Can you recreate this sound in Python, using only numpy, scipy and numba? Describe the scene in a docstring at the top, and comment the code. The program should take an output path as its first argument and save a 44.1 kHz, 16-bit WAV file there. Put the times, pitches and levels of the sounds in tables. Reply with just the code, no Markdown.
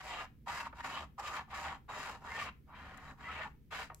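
"""A dry, papery rasp goes back and forth: a glue bottle's tip rubbing a ridged paper plate on a wooden
table. The tip slips over fibres and ridges in dense tiny catches that ring the plate; now and then one
resonance sings out, or the tip knocks on the plate. The table rumbles under the hand, two faint
sharp ticks sound, and the small, quiet room hums low."""
import sys
import numpy as np
from scipy import signal
from scipy.io import wavfile
from scipy.ndimage import uniform_filter1d
from numba import njit

SR = 44100
rng = np.random.default_rng(int(sys.argv[2]) if len(sys.argv) > 2 else 0)


def store_wav(level_fs):
    """Save 16-bit WAV to argv[1]."""
    pcm = np.round(np.clip(np.atleast_2d(level_fs), -1, 1) * 32767)
    wavfile.write(sys.argv[1], SR, pcm.T.astype(np.int16))


N = 176400
T = np.arange(N) / SR
SIDES = np.array([[1], [-1]])   # left, right
BODY_HZ, RASP_HZ, TREBLE_HZ = (250, 1400), (1400, 4500), (4500, 17000)


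def from_db(db):
    """Decibels to gain."""
    return 10 ** (np.asarray(db) / 20)


def rms(x):
    """Root mean square."""
    return np.sqrt(np.mean(x ** 2) + 1e-20)


def at_hz(points, hz):
    """Interpolate (f, value) rows over log frequency."""
    freqs, values = np.transpose(points)
    return np.interp(np.log(hz), np.log(freqs), values)


def drift(per_s):
    """Random wander: straight lines between unit normal draws."""
    count = int(per_s * T[-1]) + 2
    return np.interp(T * per_s, np.arange(count), rng.standard_normal(1000)[:count])


def burst(start_s, decay_s):
    """Envelope of a brief contact: instant rise, exponential decay."""
    return (T >= start_s) * np.exp(-np.clip((T - start_s) / decay_s, 0, 40))


def butter(x, hz, kind, order=2):
    """Butterworth filter."""
    sos = signal.butter(order, np.clip(hz, 10, .45 * SR), kind, fs=SR, output="sos")
    return signal.sosfilt(sos, x + 1e-18)


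def coloured(draws, spectrum, correlation, balance=((1000, 0),)):
    """Stereo third-octave shaping of draws (2, mid/side, N); adjacent bands use unrelated draws."""
    edges = 20 * 2 ** (np.arange(30) / 3)
    out, power = 0, 0
    for k, (low, high) in enumerate(zip(edges, edges[1:])):
        if high < spectrum[0][0]:
            continue
        hz = np.sqrt(low * high)
        mid, side = butter(draws[k % 2], [low, high], "band", order=3)
        alike = np.clip(at_hz(correlation, hz), -1, 1)
        stereo = np.sqrt(1 + alike) * mid + np.sqrt(1 - alike) * side * SIDES
        gain = from_db(at_hz(spectrum, hz))
        out = out + gain * from_db(SIDES * at_hz(balance, hz) / 2) * stereo
        power += 2 * gain ** 2 * (high - low) / (SR / 2)
    return out / np.sqrt(power)


def resonance(x, hz, width_hz):
    """Two-pole resonance, unity peak gain."""
    r = np.exp(-np.pi * width_hz / SR)
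    feedback = [1, -2 * r * np.cos(2 * np.pi * hz / SR), r * r]
    return signal.lfilter((1 - r * r) / 2 * np.array([1, 0, -1]), feedback, x)


@njit
def state_variable_band(x, step, width):
    """State-variable band-pass, unity peak gain."""
    out, low, band = np.zeros(len(x)), 0.0, 0.0
    for i in range(len(x)):
        low += step[i] * band
        before = band
        damp = step[i] * width / 2
        band = (band * (1 - damp) + step[i] * (x[i] - low)) / (1 + damp)
        out[i] = width * (band + before) / 2
    return out


def moving_resonance(x, hz, width):
    """Resonance with a moving centre on each row of x; width = 1/Q."""
    step = 2 * np.sin(np.pi * hz / SR)
    return np.array([state_variable_band(row, step, float(width)) for row in x])


# room noise: f/Hz, relative density/dB
HUM_SPECTRUM = [(25,-2),(36,-25),(50,0),(70,-2),(95,-18),(125,-1),(170,-14.5),(250,-11.5),(320,-23),(450,-25.5),(650,-43.5),(1200,-47),(2000,-41.5),(4000,-48.5),(9000,-54.5),(15000,-45.5)]


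def room_hum(level_db=-59.5):
    """Steady low noise of the quiet room."""
    correlation = [(30, .8), (250, 0.77), (1000, 0.67), (4000, .1)]   # f/Hz, L-R correlation
    noise = rng.standard_normal((2, 2, N + SR))
    return from_db(level_db) * coloured(noise, HUM_SPECTRUM, correlation)[:, SR:]


def room_reverb(x, t60_s=0.25, wall_cut_hz=4900, mono_below_hz=520):
    """Eight feedback delays a side, diffused by three allpasses and dulled by the walls."""
    out = np.zeros((2, N))
    for k, lag in enumerate((rng.uniform(.013, .045, 16) * SR).astype(int)):
        loop, gain = x[k % 2].copy(), from_db(-60 * lag / SR / t60_s)
        for i in range(lag, N, lag):
            loop[i:i + lag] += gain * loop[i - lag:i][:N - i]
        out[k % 2] += (loop - x[k % 2]) * (-1) ** (k // 2)
    for lag in (37, 83, 149):
        taps = np.r_[.5, np.zeros(lag - 1), 1]
        out = signal.lfilter(taps, taps[::-1], out + 1e-18)
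    mid = out.mean(0)
    side = butter((out[0] - out[1]) / 2, mono_below_hz, "high", order=1)
    return butter(mid + SIDES * side, wall_cut_hz, "low", order=1) / np.sqrt(8)


# table top modes: f/Hz, width/Hz, base level/dB
TABLE_MODES = [(73.4,12.4,-57.5),(146.2,14.7,-65.5),(202,45,-63),(270.7,19,-65)]


def table_rumble(effort, rumble_db):
    """The table top rumbles under the moving hand."""
    out = 0
    for hz, width_hz, db in TABLE_MODES:
        noise = rng.standard_normal(N + SR)
        ring = resonance(resonance(noise, hz, width_hz), hz, width_hz)[SR:]
        out = out + from_db(db) * ring / rms(ring)
    envelope = butter(np.sqrt(effort / effort.max()), 10.6, "low")
    return out * from_db(rumble_db) * envelope


# tick colour: f/Hz, relative density/dB
TICK_SPECTRUM = [(2500,-13),(5000,-9.5),(7200,0.5),(9000,-7),(12000,-1.5),(15500,-24)]
# stereo image of ticks and plate: f/Hz, L-R correlation
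CORRELATION = [(200,0.64),(700,0.94),(1200,1),(1500,0.24),(1850,0.57),(2300,0.29),(2900,0.33),(3600,-0.32),(5000,0.48),(7000,-0.068),(12000,0.063)]
# snaps, the first two heard as one tick: t/s, level/dB, L-R/dB
TICKS = [(2.9745,-54.5,13),(2.981,-71,17),(3.946,-43,3)]


def ticks(snap_s=0.001, rustle_s=0.1, rustle_db=-28):
    """Tiny bright snaps, off to the left, each trailing a faint rustle."""
    noise = coloured(rng.standard_normal((2, 2, N)), TICK_SPECTRUM, CORRELATION)
    envelope = 0
    for start_s, db, pan_db in TICKS:
        snap = from_db(db + SIDES * pan_db / 2) * burst(start_s, snap_s)
        rustle = from_db(db + rustle_db) * burst(start_s, rustle_s)
        envelope = envelope + snap + rustle
    return noise * envelope


# broad plate colour: f/Hz, relative density/dB
PLATE_SPECTRUM = [(250,-16),(400,-6.5),(560,-5),(800,-1),(1150,0),(1500,-6),(2000,-2),(2950,-8.5),(3600,-13),(5000,-17.5),(6100,-23.5),(7500,-25.5),(9200,-32.5),(12000,-30.5),(15500,-39)]
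# plate stereo balance: f/Hz, L-R/dB
PLATE_BALANCE = [(300,1),(1200,-.5),(1800,1.5),(2800,5.5),(3900,-5),(5000,7),(6400,-6.5),(7600,10.5),(9200,2),(12000,2.5),(15000,-1)]
# plate modes: f/Hz, width/Hz, lift/dB
PLATE_MODES = [(613,21,5),(763.6,15.5,7.5),(934.5,30,5.5),(984,36,2),(1126,17,3.5),(1228,65,3.5),(1429,67,7),(1737,41,4),(1850,27,5),(2026,26,2.5),(2290,11,6.5),(2380,19,-9),(2732,53,5),(3200,79,2.5),(3836,34,8.5),(4950,56,3.5),(7240,380,7)]


def plate(force, wander_db=3, wander_per_s=8, bend_share=0.016):
    """The plate colours a force and rings; its modes wander in level and pitch as the contact moves."""
    x = coloured(force, PLATE_SPECTRUM, CORRELATION, PLATE_BALANCE)
    for hz, width_hz, lift_db in PLATE_MODES:
        lift = from_db(lift_db + wander_db * drift(wander_per_s)) - 1
        bent_hz = hz * (1 + bend_share * drift(wander_per_s))
        x = x + moving_resonance(x * lift, bent_hz, width_hz / hz)
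    return x


# tip knocks: t/s, drive level/dB
KNOCKS = [(0.489,-25),(0.725,-19.5),(0.839,-21),(1.185,-26),(1.196,-33),(1.885,-20),(2.217,-26),(3.722,-35),(3.897,-16),(3.915,-26.5)]


def knocks(attack_s=0.00078, decay_s=0.0091, lowpass_hz=1460):
    """Short soft pushes of the tip ring the plate."""
    push = sum(from_db(db) * burst(s, decay_s) * (1 - burst(s, attack_s)) for s, db in KNOCKS)
    force = push / np.sqrt(decay_s * SR) * rng.standard_normal((2, 2, N))
    return butter(plate(force), lowpass_hz, "low")


# rasp pitch glide per stroke: start t/s, t/s it rises toward, t/s it is back at rest (an earlier time
# cuts the rise short), target f/Hz, rumble/dB, L-R/dB, hollow lift/dB
GLIDES = [(-0.03,0.125,0.37,3100,-7.5,-1,-2.5),(0.462,0.574,0.71,1760,-1,-0.5,-3),(0.762,0.957,1.2,3080,3,-1,-9),(1.143,1.264,1.39,2750,-7,-0.5,-1),(1.498,1.669,1.66,2630,-3,-1,-3),(1.896,2.018,1.95,2930,3,0,6),(2.2,2.415,2.8,2560,3,-.5,0.5),(2.673,2.86,3.83,1830,5.5,0.5,1),(3.177,3.395,3.43,1900,2,-1,3.5),(3.69,3.8,3.7,2400,2,-2,7.5)]


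def tip_motion(rest_hz=950, speed_exponent=1.77):
    """The tip moves out and back; its speed sets rasp pitch, rumble and pan. Overlapping glides add."""
    place, pitch_hz, rumble_db, pan_db = 0, rest_hz, 0, 0
    for k, (start_s, target_s, rest_s, target_hz, target_rumble_db, target_pan_db, _) in enumerate(GLIDES):
        turn = np.interp(T, [start_s, target_s, rest_s], [0, np.pi / 2, np.pi])
        speed = np.abs(np.sin(turn)) ** speed_exponent
        place += (-1) ** k * (1 - np.cos(turn)) / 2
        pitch_hz += (target_hz - rest_hz) * speed
        rumble_db += target_rumble_db * speed
        pan_db += target_pan_db * speed
    return place, pitch_hz, rumble_db, pan_db


def hollow(x):
    """The plate's low, boxy register, damped more or less by the holding hand."""
    _, target_s, *_, lift_db = np.transpose(GLIDES)
    lift = from_db(np.interp(T, target_s, lift_db)) - 1
    return x + lift * resonance(x, hz=440, width_hz=140)


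def near_echo(x, place, delays_s=(0.0052, 0.0053), travel_s=0.000998, level_db=-9):
    """A close reflection whose path changes as the tip travels, comb-filtering the rasp."""
    highs = butter(x, RASP_HZ[0], "high", order=1)
    echo = [np.interp(T - delay_s - travel_s * place, T, side) for side, delay_s in zip(highs, delays_s)]
    return x + from_db(level_db) * np.array(echo)


# brief paper resonances: t/s, f/Hz, lift/dB
SINGS = [(.105,1950,15),(.204,1227,9),(.497,782,14),(.5,1830,0),(.585,1690,8),(.615,2716,14),(.951,2946,17),(.967,2310,13),(.973,1182,15),(1.19,784,16.5),(1.268,1196,7),(1.275,2900,-1),(1.388,1760,12.5),(1.593,1220,8),(1.65,1660,15),(2.324,2116,19),(2.35,1813,14),(2.41,2800,6),(2.423,1172,19.5),(2.451,1900,4),(2.71,910,11),(2.79,3140,14),(2.83,4010,16),(3.267,1994,20.5),(3.298,1310,20),(3.437,1804,11.5),(3.462,855,16),(3.722,3400,21)]


def singing(x, pitch_hz, half_length_s=0.019, width_hz=35, glide_exponent=0.16):
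    """The tip bites and a narrow resonance swells and fades, gliding a little with the tip's speed."""
    out, mid = x, x.mean(0, keepdims=True)
    for peak_s, hz, lift_db in SINGS:
        glide = (pitch_hz / np.interp(peak_s, T, pitch_hz)) ** glide_exponent
        swell = np.exp(-np.minimum(((T - peak_s) / half_length_s) ** 2, 40))
        out = out + (from_db(lift_db) - 1) * swell * moving_resonance(mid, hz * glide, width_hz / hz)
    return out


def ridge_surge(ridges_per_s=78, jitter=0.31, typical_db=2.5, decay_share=0.21):
    """Gain jumps as the tip drops off a ridge and decays over a share of the gap to the next."""
    count = 1200
    crossings_s = np.cumsum(np.exp(jitter * rng.standard_normal(count))) / ridges_per_s
    ridge, past = np.divmod(np.interp(T, crossings_s, np.arange(count)), 1)
    depths_db = typical_db * rng.uniform(0, 1.85, count)
    return from_db(depths_db[ridge.astype(int)] * np.exp(-past / decay_share))


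def friction(catches_per_s=2800, spread_db=2, fibre_db=-3.5, flutter_db=1):
    """Random uneven catches over a fine fibre hiss, surging at ridges; the tip's grip wavers."""
    surge = ridge_surge()
    sizes = from_db(spread_db * np.minimum(rng.exponential(1, N), 4))
    catches = sizes * (rng.random(N) < catches_per_s / SR)
    catches = catches / rms(catches) * rng.choice([-1, 1], (2, 2, N))
    hiss = from_db(fibre_db) * rng.standard_normal((2, 2, N))
    grip = from_db(flutter_db * drift(per_s=45))
    return surge * (catches + hiss) * grip


# envelopes, one list per stroke: t/s, body level/dB, rasp re body/dB, treble re body/dB (before trim)
STROKES = [
    [(0.008, -53, 1, -13.5), (0.022, -57.5, 2, -11), (0.052, -50.5, -4.5, -13), (0.074, -48.5, -2.5, -13),
     (0.082, -50.5, -1, -11), (0.104, -48.5, 1.5, -11.5), (0.112, -45, -1.5, -16), (0.184, -48, -1, -17.5),
     (0.204, -43.5, -0.5, -19.5), (0.25, -51, -6.5, -17.5), (0.29, -81, 11, -21)],
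    [(0.455, -100, -7, -5), (0.463, -59, -6, -19), (0.473, -41.5, -16, -27), (0.483, -43.5, -2, -16),
     (0.495, -41.5, -4.5, -18), (0.545, -47.5, 0, -10), (0.609, -44.5, 1, -12.5), (0.631, -47.5, -7, -18),
     (0.657, -52.5, 2.5, -17), (0.671, -40.5, -12.5, -24.5), (0.7, -77, 9, -16)],
    [(0.755, -62, -3, -15), (0.783, -54, -6, -19.5), (0.809, -44, -2, -23), (0.825, -78.5, 14.5, -2),
     (0.847, -38.5, -4, -18), (0.873, -47.5, -3, -13.5), (0.963, -46, -1, -16.5), (0.973, -40, -3, -22),
     (0.987, -47.5, 0, -16), (1.037, -48, -10.5, -21), (1.09, -82, -5, -17)],
    [(1.17, -92, -10, -26), (1.182, -47.5, -13, -26), (1.196, -42, -11.5, -16.5), (1.216, -46.5, -12, -21),
     (1.234, -47, -7.5, -17.5), (1.276, -45.5, 0.5, -10), (1.314, -45, -10, -18), (1.368, -43, 0, -14.5),
     (1.412, -45.5, -6, -27), (1.446, -74, -4, -13), (1.46, -84, 7, -17)],
    [(1.48, -66.5, -14, -27), (1.51, -54.5, 0, -15), (1.534, -45.5, -7, -29), (1.548, -47, 0.5, -12),
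     (1.602, -45, -3.5, -16), (1.61, -47.5, -6, -12), (1.67, -41.5, -3.5, -20), (1.69, -48, 2, -18.5),
     (1.724, -44.5, -7, -25), (1.758, -53.5, -3.5, -21.5), (1.79, -70, -6, -22)],
    [(1.875, -102, -17, -10), (1.883, -56.5, -10, -35), (1.893, -45, -8.5, -23.5),
     (1.955, -49.5, -0.5, -13), (1.981, -43, -5, -17), (1.991, -49, 0.5, -10), (2.063, -49.5, 2.5, -11),
     (2.093, -43.5, -5.5, -17.5), (2.115, -51.5, -2, -12), (2.155, -52, -5.5, -19), (2.2, -67.5, -9, -18)],
    [(2.21, -67, -5, -13), (2.22, -57, -21, -21), (2.236, -59, -7, -22), (2.247, -50, -11, -21),
     (2.285, -49.5, 0.5, -19), (2.37, -50, 7, -11), (2.38, -42.5, -1.5, -21), (2.406, -45.5, 5, -12),
     (2.42, -43, 1, -14), (2.438, -46, -1.5, -13), (2.444, -46, -2, -12.5), (2.49, -48, -1, -24),
     (2.53, -83, 4, -18)],
    [(2.665, -88, -3, -11), (2.679, -64, -14.5, -28), (2.743, -54, -7.5, -38), (2.753, -60, 3.5, -21),
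     (2.799, -56, -1, -21.5), (2.941, -56.5, -2, -21), (2.979, -60, 1, -21), (2.989, -56, -0.5, -28),
     (3.017, -58.5, -3.5, -18), (3.109, -54, -1.5, -19.5), (3.17, -74.5, -18, -20)],
    [(3.175, -67, -7.5, -22), (3.213, -56.5, -1, -18.5), (3.261, -53.5, 6, -19.5), (3.305, -44.5, -2, -28),
     (3.329, -52.5, 4.5, -18), (3.401, -48, 1, -22.5), (3.411, -44, -0.5, -30), (3.429, -49, 7.5, -19.5),
     (3.477, -47, -10, -31), (3.493, -60.5, -19, -23), (3.52, -79, -11, -12)],
    [(3.7, -103, 1, -18), (3.709, -58.5, 2, -15), (3.729, -45.5, 0, -16.5), (3.77, -51.5, 7, -9),
     (3.81, -46, -1, -14.5), (3.824, -50, 5, -13), (3.834, -51.5, 3.5, -9), (3.885, -74, 6, -4)],
]


def stroke_gains(fade_db_per_s=1496):
    """Body, rasp and treble gains, fading in as the tip lands and out as it lifts."""
    gains = np.zeros((3, N))
    for rows in STROKES:
        times_s, body_db, rasp_db, treble_db = np.transpose(rows)
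        lifted_s = np.abs(T - np.clip(T, times_s[0], times_s[-1]))
        fade_db = np.minimum(fade_db_per_s * lifted_s, 100)
        bands_db = (body_db, body_db + rasp_db, body_db + treble_db)
        gains = np.maximum(gains, [from_db(np.interp(T, times_s, db) - fade_db) for db in bands_db])
    return gains


def rubbing(gains, place, pitch_hz, peak_db=8, trims_db=(0, -1.5, 0.5), levelling_s=0.045):
    """Friction, peaking at a pitch set by tip speed, rings the plate; three bands follow the strokes."""
    force = friction()
    tuned = np.array([moving_resonance(pair, pitch_hz, width=0.5) for pair in force])
    rung = plate(force + (from_db(peak_db) - 1) * tuned)
    sound = singing(hollow(near_echo(rung, place)), pitch_hz)
    out = 0
    for edges_hz, gain, trim_db in zip((BODY_HZ, RASP_HZ, TREBLE_HZ), gains, trims_db):
        band = signal.sosfiltfilt(signal.butter(4, edges_hz, "band", fs=SR, output="sos"), sound)
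        power = uniform_filter1d(band.mean(0) ** 2, int(levelling_s * SR))
        out = out + from_db(trim_db) * gain * band / np.sqrt(np.abs(power) + 1e-12)
    return out


def scene(left_lag_s=0.000045):
    """Plate, ticks and table in the quiet room."""
    gains = stroke_gains()
    place, pitch_hz, rumble_db, pan_db = tip_motion()
    left, right = rubbing(gains, place, pitch_hz) * from_db(SIDES * pan_db / 2) + knocks()
    paper = np.array([np.roll(left, round(left_lag_s * SR)), right])
    snaps = ticks()
    hum = room_hum()
    reverb = room_reverb(from_db(-10.5) * paper + from_db(-14) * snaps)
    return hum + reverb + table_rumble(gains[0], rumble_db) + snaps + paper


def record(dry):
    """Steep elliptic low-pass at 15.8 kHz."""
    return signal.sosfilt(signal.ellip(10, .2, 70, 15800, fs=SR, output="sos"), dry)


dry = scene()
out = record(dry)
store_wav(out)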